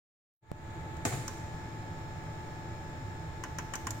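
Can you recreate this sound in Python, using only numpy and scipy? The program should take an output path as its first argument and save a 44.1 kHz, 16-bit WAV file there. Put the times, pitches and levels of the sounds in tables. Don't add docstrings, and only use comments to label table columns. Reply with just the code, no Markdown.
import sys
import numpy as np
from scipy import signal
from scipy.fft import rfft, irfft, next_fast_len
from scipy.io import wavfile
from scipy.ndimage import map_coordinates

SR = 44100
rng = np.random.default_rng(int(sys.argv[2]) if len(sys.argv) > 2 else 0)


def wav_out(sig):
    wavfile.write(sys.argv[1], SR, np.round(np.clip(np.atleast_2d(sig).T, -1, 1) * 32767).astype(np.int16))


N = 176400


def amp(db):
    return 10 ** (np.asarray(db) / 20)


def unit_rms(x):
    return x / np.sqrt(np.mean(x ** 2) + 1e-20)


def curve_at(points, hz):
    freqs, values = np.transpose(points)
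    return np.interp(np.log(hz + 1), np.log(freqs + 1), values)


def since(start):
    return np.maximum(np.arange(N) / SR - start, 0)


def pan(db):
    return amp(np.array([[.5], [-.5]]) * db)


def wobble(rate):
    return map_coordinates(rng.standard_normal(400), [np.arange(N) * rate / SR], mode="wrap")


def eq(x, response):
    size = next_fast_len(N + 8192)
    return irfft(rfft(x, size) * response(np.fft.rfftfreq(size, 1 / SR)), size)[..., :N]


def noise(colour, correlation):
    def mid_side_gains(hz):
        width = np.arccos(np.clip(curve_at(correlation, hz), -1, 1)) / 2
        return colour(hz) * np.array([np.cos(width), np.sin(width)])
    mid, side = eq(rng.standard_normal((2, N)), mid_side_gains)
    return unit_rms(np.array([mid + side, mid - side]))


# f/Hz, relative level/dB
RUMBLE_COLOUR = [(15, -7), (30, -7.5), (42, -5.5), (54, -23), (70, -0.5), (110, 1.5), (135, -6),
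                 (156, -1.5), (185, -10.5), (222, -15), (243, -10.5), (290, -15.5), (330, -6.5), (390, -18),
                 (600, -46.5), (1500, -53)]
HISS_COLOUR = [(150, -20), (420, 1), (520, 1.5), (590, 6.5), (660, 3), (740, 5.5), (1100, 0.5),
               (1800, -2.5), (2250, -3.5), (2800, -12.5), (3800, -11.5), (4600, -18.5), (5300, -19.5),
               (6100, -21), (7100, -10.5), (8000, -22), (8800, -22.5), (10300, -46), (12500, -29),
               (16000, -30)]
# f/Hz, left-right correlation
BED_CORRELATION = [(30, 1), (110, 1), (250, 0.97), (500, 0.75), (1000, -0.29), (2000, -0.13),
                   (4000, -0.054), (8000, -0.12)]
# f/Hz, pan/dB
FAN_PAN = [(30, -4), (100, -2), (250, 0.3), (2000, 0.5), (4000, 1.5), (5300, -6), (6300, -4), (7200, 4.5),
           (8700, -5), (12000, 1.5)]
def fan_air():
    rumble = amp(-43) * noise(lambda hz: amp(curve_at(RUMBLE_COLOUR, hz)), BED_CORRELATION)
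    hiss = amp(-49.5) * noise(lambda hz: amp(curve_at(HISS_COLOUR, hz)), BED_CORRELATION)
    return eq(rumble + hiss, lambda hz: pan(curve_at(FAN_PAN, hz)))


def whine(partials):
    drift_hz, flutter_db, spread_rad = 1.196, 0.6, 0.75
    out = np.zeros((2, N))
    for hz, db, pan_db in partials:
        pitch = hz + drift_hz * wobble(7)
        phase = 2 * np.pi * np.cumsum(pitch) / SR + np.array([[.5], [-.5]]) * spread_rad
        out += pan(pan_db) * amp(db + flutter_db * wobble(9)) * np.sqrt(2) * np.sin(phase)
    return out


# f/Hz, level/dB, pan/dB
FAN_PARTIALS = [(111.7, -54, 8.5), (155.7, -57.5, 2), (331, -65.5, 3.5), (435.5, -65, 3), (787, -73, 12),
                (848.6, -67.5, -17.5), (874.8, -52, 1), (1297, -69.5, 10), (1316, -76, 21.5),
                (1700, -61, -1.5), (1766, -71, 10)]
def fan_whine():
    return whine(FAN_PARTIALS)


# f/Hz, level/dB, pan/dB
SUPPLY_PARTIALS = [(4280, -79, -3), (5135, -78, -6.5)]
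# f/Hz, relative level/dB
SIZZLE_COLOUR = [(3800, -14), (4700, -7), (5300, 0), (5900, -6.5), (6800, -34), (9000, -38)]
def power_supply():
    closed_s, swell_s = CONTACTOR_BLOWS[0][0], 0.14
    sizzle = amp(-70) * pan(-7) * noise(lambda hz: amp(curve_at(SIZZLE_COLOUR, hz)), BED_CORRELATION)
    return (whine(SUPPLY_PARTIALS) + sizzle) * np.minimum(since(closed_s) / swell_s, 1)


# f/Hz, left-right correlation
HIT_CORRELATION = [(100, 1), (400, 0.74), (1000, 0.53), (2500, 0), (15000, 0.012)]
def dense_modes(colour):
    return noise(lambda hz: amp(curve_at(colour, hz)), HIT_CORRELATION)


def strike(vibration, start, attack, t60):
    t = since(start)
    envelope = np.minimum(t / attack, 1) * amp(-60 * np.maximum(t - attack, 0) / t60)
    return unit_rms(vibration * envelope) * np.sqrt(np.mean(envelope ** 2))


def ringing(modes, start):
    scatter_db, attack_s = 4, 0.0028
    t, out = since(start), np.zeros((2, N))
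    for hz, db, t60 in modes:
        spread = np.arccos(np.clip(curve_at(HIT_CORRELATION, hz), 0, 1))
        phase = 2 * np.pi * rng.random() + spread * np.array([[.5], [-.5]]) * rng.choice([-1, 1])
        level = db + scatter_db * rng.standard_normal((2, 1))
        out += amp(level - 60 * t / t60) * np.sin(2 * np.pi * hz * t + phase)
    return out * np.minimum(t / attack_s, 1)


# f/Hz, t60/s
ROOM_DECAY = [(100, 3.7), (700, 0.36), (2000, 0.97), (7000, 1.19), (15000, 0.58)]
# f/Hz, gain/dB
ROOM_EQ = [(100, -1), (250, -10), (450, -3.5), (700, -1), (2000, -0.5), (4000, 2), (7000, -3), (15000, 6.5)]
def room(x):
    build_s = 0.01
    hz, t, bands = signal.stft(rng.standard_normal((2, SR)), SR, nperseg=256)
    decay = amp(-60 * t / curve_at(ROOM_DECAY, hz)[:, None])
    tail = signal.istft(bands * decay * np.minimum(t / build_s, 1), SR, nperseg=256)[1]
    wet = signal.fftconvolve(x, tail / np.linalg.norm(tail[0]), axes=1)[:, :N]
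    crossfeed = eq(wet[::-1], lambda hz: np.clip(curve_at(HIT_CORRELATION, hz), 0, 1) ** 2)
    return eq(wet + crossfeed, lambda hz: amp(curve_at(ROOM_EQ, hz)))


# t/s, snap level/dB, knock level/dB, contact ring f/Hz, pan/dB
RELAY_CLACKS = [(0.967, -55, -59, 7000, 3), (1.278, -34, -42.5, 6030, -2), (3.4360, -39.5, -37, 5900, 0),
                (3.5839, -36, -36.5, 5900, -1), (3.7357, -37, -35.5, 7200, 4),
                (3.7531, -33.5, -47, 6150, -5), (3.8679, -34.5, -33, 7100, 1.5),
                (3.9052, -32.5, -50, 6900, -3.5)]
# f/Hz, relative level/dB
SNAP_COLOUR = [(1500, -51), (3000, -18.5), (4200, -4), (5000, -4), (5700, 5.5), (7200, 4), (8200, -0.5),
               (9000, -5.5), (10500, -13), (13000, -7.5), (16000, -11)]
HOUSING_COLOUR = [(100, -15), (260, -6.5), (600, -22), (1050, 0), (1280, -12), (1450, -2), (1850, -7),
                  (2500, -13), (3050, -12.5), (3700, -27), (9000, -45)]
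# f/Hz, relative level/dB, t60/s
HOUSING_RING = [(1038, -6, 0.048), (1386, -8, 0.12), (1840, -3, .035), (2994, -10, 0.044),
                (5500, -11.5, 0.023), (7000, -5, 0.066), (9230, -12, 0.032)]
def relays():
    ring_width_hz = 1200
    clacks, rings = np.zeros((2, 2, N))
    snap, housing = dense_modes(SNAP_COLOUR), dense_modes(HOUSING_COLOUR)
    for start, snap_db, knock_db, ring_hz, pan_db in RELAY_CLACKS:
        spring = noise(lambda hz: 1 / (1 + (2 * (hz - ring_hz) / ring_width_hz) ** 2), HIT_CORRELATION)
        contacts = strike(snap + amp(-8.5) * spring, start, attack=0.0026, t60=0.023)
        contacts += amp(-12.5) * strike(spring, start, attack=0.0026, t60=0.084)
        knock = strike(housing, start, attack=0.0028, t60=0.097)
        rings += pan(pan_db) * amp(knock_db) * ringing(HOUSING_RING, start)
        clacks += pan(pan_db) * (amp(snap_db) * contacts + amp(knock_db) * knock)
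    return clacks + rings + amp(-11) * room(clacks)


# t/s, slam level/dB, thud level/dB, slam low-pass f/Hz
CONTACTOR_BLOWS = [(1.0512, -29, -40, 15000), (1.123, -36, -34, 3500)]
# f/Hz, relative level/dB
CRACK_COLOUR = [(200, -21), (1000, -5), (1800, -2), (2900, -7.5), (4000, -10), (4800, -5), (5800, -17),
                (7000, 11), (8300, -26), (10500, -25), (16000, -15)]
FRAME_COLOUR = [(80, -23), (240, 5), (330, -4), (450, 2), (590, -7), (730, 4.5), (1050, -4), (1350, -8),
                (2100, -5), (2600, -15.5), (3000, -16), (4000, -15), (5000, -17), (7100, -6.5),
                (8500, -10.5), (11000, -20), (16000, -27)]
CABINET_COLOUR = [(40, -16), (85, -10), (120, 11.5), (165, -7.5), (230, -17), (330, -31), (700, -41)]
# f/Hz, relative level/dB, t60/s
FRAME_RING = [(253, -3, 0.11), (698, -3, 0.087), (840, -16, 0.14), (1207, -11, 0.073), (2080, -16, 0.062),
              (5850, -2, 0.028)]
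def contactor():
    first_s, first_db = CONTACTOR_BLOWS[0][:2]
    crack = strike(dense_modes(CRACK_COLOUR), first_s, attack=0.0013, t60=0.011)
    metal = amp(-23.5) * pan(-3.5) * crack
    ring = amp(first_db) * ringing(FRAME_RING, first_s)
    cabinet, thud = dense_modes(CABINET_COLOUR), np.zeros((2, N))
    for start, slam_db, thud_db, cutoff_hz in CONTACTOR_BLOWS:
        frame = noise(lambda hz: amp(curve_at(FRAME_COLOUR, hz)) / np.hypot(1, hz / cutoff_hz),
                      HIT_CORRELATION)
        metal += amp(slam_db) * strike(frame, start, attack=0.00083, t60=0.19)
        thud += amp(thud_db) * strike(cabinet, start, attack=0.026, t60=0.27)
    return metal + ring + thud + amp(-3.5) * room(metal)


def scene():
    return contactor() + relays() + fan_air() + fan_whine() + power_supply()


# level/dB, f/Hz, t60/s
POP_SWINGS = [(-18, 520, 0.005), (-21, 153, 0.022)]
def microphone_pop():
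    start = 0.5165
    t = since(start)
    swings = [-amp(db - 60 * t / t60) * np.sin(2 * np.pi * hz * t) for db, hz, t60 in POP_SWINGS]
    tick = strike(rng.standard_normal((2, N)), start, attack=1 / SR, t60=0.001)
    return np.array(swings) + amp(-36.5) * tick


# t/s, gain/dB
FADE_IN = [(0, -81), (.25, -77), (0.408, -62), (0.43, -22), (.5, -10.5), (.6, -4.5), (.72, -0.5), (.9, 0.5),
           (4, 0)]
def record(dry):
    high_cut_hz = 16000
    fade = amp(np.interp(since(0), *np.transpose(FADE_IN)))
    return eq(dry * fade + microphone_pop(), lambda hz: hz < high_cut_hz)


dry = scene()
out = record(dry)
wav_out(out)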